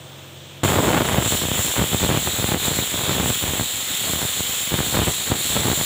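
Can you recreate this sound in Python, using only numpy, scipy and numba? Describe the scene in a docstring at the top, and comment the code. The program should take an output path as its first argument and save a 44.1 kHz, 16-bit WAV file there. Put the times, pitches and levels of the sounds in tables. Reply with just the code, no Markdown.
"""A pressure cooker simmers softly in a tiled kitchen under a humming fan: shaped noise and wavering tones.
At 0.63 s its weight lifts and steam jets out: noise hisses through the resonances of vent and weight.
The first rush pops hard at the microphone and churns the air there, most strongly near 0.9 s.
The hiss then goes on, rising and falling, while gusts keep hitting the microphone port.
Each gust is made of sudden pressure jumps, which the bass cut turns into pops."""
import sys
import numpy as np
from scipy import signal
from scipy.fft import rfft, irfft, next_fast_len
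from scipy.io import wavfile
from scipy.ndimage import uniform_filter1d
from numba import njit

SR = 44100
rng = np.random.default_rng(int(sys.argv[2]) if len(sys.argv) > 2 else 0)


def wav_out(sig):
    """Save sig, one row per channel (or a flat mono array), as 16-bit PCM at SR to the path in sys.argv[1]."""
    wavfile.write(sys.argv[1], SR, np.round(np.clip(np.atleast_2d(sig).T, -1, 1) * 32767).astype(np.int16))


N = 257984
T = np.arange(N) / SR  # time in seconds
LIFT_S = .6335  # the weight lifts
BLAST_FALL_DB_S = 52.5  # how fast the first rush dies away
BASS_CUT_HZ = 84.7


def jet(swell_db=.5, flicker_db=1.0, spit_db=0.7, wander_db=1.0):
    """Turbulent steam: noise bands swell together, flicker alone, and the flow spits at a fast rate."""
    # strength of the hiss above 5.5 kHz: t/s, level/dB
    strength = [(0.64, -26), (0.83, -28.5), (1.18, -29), (1.32, -23.5), (1.48, -28.5), (1.64, -24.5),
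                (1.86, -28), (2.03, -26.5), (2.16, -29), (2.26, -25.5), (2.53, -27.5), (2.56, -31.5),
                (2.66, -24.5), (2.7, -27), (2.99, -27.5), (5.31, -27), (5.33, -29.5), (5.41, -25.5),
                (5.59, -26), (5.85, -25)]
    # tone colour given by the resonances of vent and weight: f/Hz, relative level per Hz/dB
    colour = [(250, -16.5), (900, -14.5), (2750, -5), (3050, -1), (3500, 2), (4200, -3), (4800, -14.5),
              (6200, -11.5), (7200, 1.5), (7750, 0), (8700, -10), (11100, -9.5), (11550, -15.5),
              (11950, -10.5), (13400, -12), (15300, -3)]
    # dB that the high side of the low resonance, its level and the upper one move per dB of hiss
    lean_follow, low_follow, upper_follow = 0.72, 0.63, 1.18
    start_lean_db, lean_settle_s = -4, 0.81  # the low resonance starts tipped to its low side

    times, levels = np.transpose(strength)
    level_db = np.interp(T, times, levels)
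    surge_db = level_db - np.median(level_db)
    settling_db = start_lean_db * np.exp(-np.maximum(T - LIFT_S, 0) / lean_settle_s)
    high_side_db = settling_db + lean_follow * surge_db + wander_db * walk(8)
    shared_db = swell_db * walk(9.8) + spit_db * walk(300)
    hiss = 0
    for hz, band in bands(colour, 5500, 15400, count=26):
        # opposite changes on the two flanks tip the low resonance
        flank = np.interp(hz, [2500, 3100, 3500, 3900, 4400, 5200], [0, -.6, 0, 1, 1, 0])
        low_share = np.interp(hz, [4800, 5700], [1, 0])
        upper_share = np.interp(hz, [5700, 6800, 8300, 9300], [0, 1, 1, 0])
        # each resonance follows the flow in its own measure
        band_db = flank * high_side_db
        band_db = band_db + low_share * (low_follow - 1) * surge_db
        band_db = band_db + upper_share * (upper_follow - 1) * surge_db
        hiss = hiss + band * undb(band_db + flicker_db * walk(14))
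    opening = np.clip((T - LIFT_S) / 0.0012, 0, 1)
    return hiss * undb(level_db + shared_db) * opening


def tiles(x):
    """Sound bounces off lid, tiles and counter: a few strong echoes and a short dense tail."""
    # echoes: delay/ms, level against the direct sound/dB
    echoes = [(1.0, -41), (1.6, -25), (2.3, -41), (3.95, -20), (6.3, -22), (8.0, -21.5), (16.5, -29)]
    t60_s, tail_db = 0.07, -12.5  # time to fall by 60 dB; whole tail against the direct sound
    t = np.arange(SR // 4) / SR
    response = rng.standard_normal(len(t)) * np.exp(-np.log(1000) * t / t60_s) * (t > .003)
    response = response / np.linalg.norm(response) * undb(tail_db)
    response[0] = 1  # the direct sound
    for ms, db in echoes:
        response[int(ms * SR / 1000)] += undb(db)
    return signal.fftconvolve(x, response)[:N]


def gusts(small_db=-4.0, patchy_db=1.5):
    """Moving air presses on the microphone port: held jumps, brief flicks, hard pops and a rumble."""
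    # gusts, before the trims below: start t/s, length/s, level/dB
    gust_table = [(0.631, 0.56, -17), (1.21, 0.059, -24), (1.315, 0.051, -22), (1.424, 0.16, -23.5),
                  (1.647, 0.073, -26.5), (1.77, 0.066, -19.5), (1.936, 0.025, -20.5), (2.022, 0.051, -20.5),
                  (2.085, .12, -19.5), (2.265, 0.025, -20.5), (2.347, 0.099, -24.5), (2.489, 0.074, -22),
                  (2.623, 0.19, -24), (2.945, 0.094, -26), (3.054, 0.28, -22), (3.428, 0.13, -26.5),
                  (3.591, 0.032, -24.5), (3.88, 0.026, -31), (4.03, 0.18, -28), (4.213, 0.053, -28.5),
                  (4.383, .04, -28), (4.709, 0.093, -23.5), (4.858, 0.018, -24.5), (4.946, 0.077, -18),
                  (5.067, 0.023, -21.5), (5.284, 0.073, -23), (5.376, 0.018, -26), (5.455, .08, -26),
                  (5.563, 0.17, -19), (5.778, 0.045, -23)]
    rise_db_s, fall_db_s, lull_db = 300., 353, -36.5
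    rush_db, rush_end_s = -22.5, 1  # flicks in the first rush
    flick_db, flick_follow = -28., 0.65  # level in a -20 dB gust; dB moved per dB of gust

    gust_db = lull_db
    for start, length, db in gust_table:
        gust_db = np.maximum(gust_db, swell(start, start + length, db, rise_db_s, fall_db_s))
    # patchy air after the lift; practically silent before it
    patch_db = np.where(T > LIFT_S, patchy_db * walk(25.055), -120)
    held_db = gust_db + small_db + patch_db
    held = eddies(150., 3.63, 6.1, 40., held_db)

    # flicks follow the gusts and crackle harder in the first rush
    brief_db = flick_db + flick_follow * (gust_db + 20)
    rush = swell(LIFT_S, rush_end_s, rush_db, rise_db_s, BLAST_FALL_DB_S)
    brief_db = np.maximum(brief_db, rush) + patch_db

    # a jump takes a tenth of a millisecond to build
    edge = signal.bessel(4, 3000., norm="mag", fs=SR, output="sos")
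    return signal.sosfilt(edge, held + flicks(brief_db) + pops() + rumble(held_db))


def flicks(level_db):
    """A small vortex pushes, then pulls: the low cut makes one rounded swing of each brief jump."""
    jumps = eddies(450., 4.5, 0.049, 0.26, level_db)
    return signal.sosfilt(signal.butter(2, 330., "high", fs=SR, output="sos"), jumps)


def pops():
    """Hard single pressure jumps on the port, each sinking back at its own rate."""
    # jumps ahead of the filters: t/s, signed size (1 = full scale), time to sink to about a third/ms
    jumps = [(0.6337, -0.49, 40), (0.6498, 0.5, 40), (0.701, -0.63, 0.3), (0.706, -0.47, 0.3),
             (0.7211, -0.95, 0.3), (0.741, 0.94, 0.27), (0.7564, -0.78, 0.3), (0.7626, 0.88, 0.3),
             (0.777, -0.65, 40), (0.788, -0.96, 0.3), (0.793, 0.97, 1), (0.87, -0.4, 40), (0.8813, 0.53, 1),
             (0.8916, 0.57, 3), (0.9053, -0.7, 3), (0.9447, -0.61, 0.3), (0.9667, 0.73, 0.84),
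             (0.9762, -1.3, 0.3), (1.008, -0.77, 0.3), (1.018, 0.69, 1), (1.096, -0.73, 0.32),
             (1.146, -0.47, 1), (1.1576, -0.51, 0.3), (1.2244, 0.76, 0.3), (1.277, 0.34, 3),
             (1.323, 0.56, 3), (1.352, -0.38, 40), (1.4387, -0.26, 3.6), (1.4535, 0.37, 40),
             (1.486, -0.35, 3), (1.516, -0.49, 40), (1.592, 0.39, 40), (1.7937, 0.33, 40),
             (1.799, -0.47, 40), (1.823, 0.64, 3.3), (1.8413, -0.46, 2.6), (1.934, 0.43, 1),
             (1.9462, -0.62, 40), (2.03, -0.5, 40), (2.0386, 0.63, 40), (2.048, -0.65, 3),
             (2.0917, -0.69, 3), (2.1024, 0.64, 40), (2.1147, -0.49, 40), (2.125, -0.41, 40),
             (2.1508, 0.4, 1), (2.174, -0.58, 40), (2.2735, -0.37, 40), (2.398, 0.33, 3), (2.443, 0.67, 40),
             (2.49, -0.38, 40), (2.519, -0.63, 3), (2.5233, 0.62, 0.27), (2.539, 0.37, 3),
             (2.5451, 0.77, 1), (2.6813, 0.41, 40), (2.7165, 0.31, 40), (2.789, 0.54, 40),
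             (3.011, 0.39, 0.27), (3.1091, 0.33, 3), (3.1994, 0.52, 3), (3.2433, -0.34, 40),
             (3.2596, -0.63, 0.3), (3.2771, 0.26, 40), (3.3027, 0.53, 40), (3.309, -0.38, 40),
             (3.4394, -0.34, 40), (3.5359, 0.31, 40), (3.597, -0.48, 40), (3.6103, 0.38, 40),
             (4.135, 0.37, 40), (4.2178, 0.48, 0.25), (4.228, 0.26, 3), (4.251, 0.2, 40),
             (4.4061, -0.34, 40), (4.72, -0.31, 40), (4.741, 0.65, 40), (4.8047, 0.58, 40),
             (4.946, -0.39, 40), (4.953, 0.42, 3), (4.9733, 0.63, 40), (4.9903, 0.71, 40),
             (4.9976, -0.56, 40), (5.0184, 0.48, 40), (5.024, -0.36, 40), (5.072, 0.38, 40),
             (5.0791, -0.48, 3), (5.0836, 0.44, 40), (5.314, -0.33, 0.92), (5.3187, 1, 40),
             (5.5668, -0.45, 40), (5.5746, 0.34, 40), (5.6545, 0.52, 40), (5.6684, -0.33, 40),
             (5.7005, -0.48, 40), (5.716, 0.6, 40)]
    at, size, hold_ms = np.transpose(jumps)
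    at = (at * SR).astype(int)
    kicks, holds = np.zeros(N), np.ones(N)
    kicks[at] = size
    holds[at] = hold_ms * SR / 1000
    return relax(kicks, holds)


def rumble(level_db, rumble_db=-11.5):
    """Slow uneven air pressure: noise summed up with a slow leak, which leaves mostly bass."""
    noise = signal.lfilter([1], [1, -.995], rng.standard_normal(N))
    noise = noise / np.std(bass_cut(noise))
    return noise * undb(level_db + rumble_db + 4.8 * walk(60))


def blast(peak_s=0.887, peak_db=-15.5, rise_db_s=45.):
    """The first blast churns the air at the port: dense rounded swirls peak, then fade."""
    level_db = swell(peak_s, peak_s, peak_db, rise_db_s, BLAST_FALL_DB_S)
    swirls = eddies(350., 2.2, 0.4, 2.1, np.where(T > LIFT_S, level_db, -120))
    return signal.sosfilt(signal.butter(2, [220., 1300.], "band", fs=SR, output="sos"), swirls)


def kitchen():
    """Flame and leaking steam hiss softly as noise; the fan motor hums on wavering tones."""
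    # colour of flame, leak and room: f/Hz, relative level per Hz/dB
    simmer = [(40, -8), (75, -11), (130, -5), (190, -14), (336, -6.5), (486, -10.5), (2080, -17.5),
              (3490, -10), (4680, -26), (7700, -19.5), (11100, -36), (15500, -21)]
    # fan motor tones, multiples of its turning: f/Hz, rms level before wavering and ahead of the jet/dB
    fan = [(91.3, -46), (114, -54), (137, -44.5), (160, -55.5), (183, -62), (205, -63), (228, -61),
           (342, -58), (502, -60), (525, -62), (568, -62), (594, -61), (639, -61)]
    simmer_db, under_jet_db = -43, -22  # hiss level; how far everything here sinks once the jet blows

    hiss = 0
    for _, band in bands(simmer, 420, 13200, count=8):
        hiss = hiss + band * undb(walk(11))
    hum = 0
    for hz, db in fan:
        waver_db, drift = 1.5 * walk(9), .4 * walk(10)  # drift of the phase in radians
        tone = np.sin(2 * np.pi * (hz * T + rng.random()) + drift)
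        hum = hum + undb(db + waver_db) * np.sqrt(2) * tone
    sink_db = np.interp(T, [LIFT_S, LIFT_S + .1], [0, under_jet_db])
    return (undb(simmer_db) * hiss + hum) * undb(sink_db)


def eddies(per_s, spread_db, short_ms, long_ms, level_db):
    """Random pressure jumps either way, many small and few large, each sinking back."""
    chance, rarity, sign, hold = rng.random((4, N))
    size = undb(spread_db * np.minimum(-np.log(1 - rarity), 3.)) * np.sign(sign - .5)
    kicks = (chance < per_s / SR) * size
    holds = short_ms * (long_ms / short_ms) ** hold * SR / 1000
    # scaled by the spread that the steady jumps have behind the bass cut
    return relax(kicks * undb(level_db), holds) / np.std(bass_cut(relax(kicks, holds)))


@njit
def relax(kicks, holds):
    """Each kick is a pressure jump that sinks back at the rate of its own hold, in samples."""
    out = np.zeros(N)
    for i in range(N):
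        if kicks[i] != 0:
            keep, v = np.exp(-1 / holds[i]), kicks[i]
            for j in range(i, min(N, i + int(6 * holds[i]))):
                out[j] += v
                v *= keep
    return out


def swell(start, end, peak_db, rise_db_s, fall_db_s):
    """Level in dB that climbs to a peak, holds from start to end and falls away."""
    below_db = np.maximum((start - T) * rise_db_s, (T - end) * fall_db_s)
    return peak_db - np.maximum(below_db, 0)


def bands(colour, lo_hz, hi_hz, count):
    """Coloured noise split into overlapping bands; together 0 dB between lo_hz and hi_hz."""
    size = next_fast_len(N)
    hz = np.maximum(np.arange(size // 2 + 1) * SR / size, 1)
    colour_hz, colour_db = np.transpose(colour)
    gain = undb(np.interp(np.log(hz), np.log(colour_hz), colour_db))
    spec = rfft(rng.standard_normal(size)) * gain
    spec = spec / np.std(irfft(spec * (hz > lo_hz) * (hz < hi_hz), size))
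    # centres lie closer together at the bottom
    centres = np.linspace(0, SR / 2, count) * np.linspace(.3, .72, count)
    for centre, row in zip(centres, np.eye(count)):
        yield centre, irfft(spec * np.interp(hz, centres, row), size)[:N]


def walk(rate):
    """Random wandering around zero: levels held for 1 / rate s, smoothed twice; rms 1."""
    k = int(SR / rate)
    steps = np.repeat(rng.standard_normal(N // k + 1), k)
    return unit(uniform_filter1d(uniform_filter1d(steps, k), k)[:N])


def unit(x):
    """Scale to an rms of 1."""
    return x / np.sqrt(np.mean(x ** 2))


def undb(db):
    """Turn dB into a factor."""
    return 10 ** (np.asarray(db) / 20)


def bass_cut(x):
    """The microphone's high-pass turns each pressure jump into a pop with a short swing."""
    return signal.sosfilt(signal.butter(3, BASS_CUT_HZ, "high", fs=SR, output="sos"), x)


@njit
def follow(x, keep):
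    """Peak follower: jumps up at once, sinks slowly."""
    out, e = np.empty(len(x)), 0.
    for i in range(len(x)):
        e = max(abs(x[i]), e * keep)
        out[i] = e
    return out


def scene():
    """Jet with its echoes, moving air and kitchen add up at one microphone."""
    return (tiles(jet()) + gusts() + blast() + kitchen())[None, :]


def record(dry):
    """Bass cut, a further gentle low cut, gain control, rounded peaks, top cut."""
    top_db, ratio, release_s = -8, 1.52, 0.057  # peaks over the top pull the gain down, which creeps back
    x = signal.lfilter(*signal.butter(1, 60., "high", fs=SR), bass_cut(dry[0]))
    over = np.maximum(follow(x, np.exp(-1 / (release_s * SR))) / undb(top_db), 1)
    gain = over ** (1 / ratio - 1)
    lag = np.exp(-1 / (0.0088 * SR))  # the gain needs some milliseconds to react
    x = x * signal.lfilter([1 - lag], [1, -lag], gain, zi=[lag])[0]
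    x = x / (1 + (x / .9) ** 4) ** .25  # peaks round off towards 0.9
    return signal.sosfilt(signal.ellip(12, .2, 85, 15520, fs=SR, output="sos"), x)[None, :]


dry = scene()
out = record(dry)
wav_out(out)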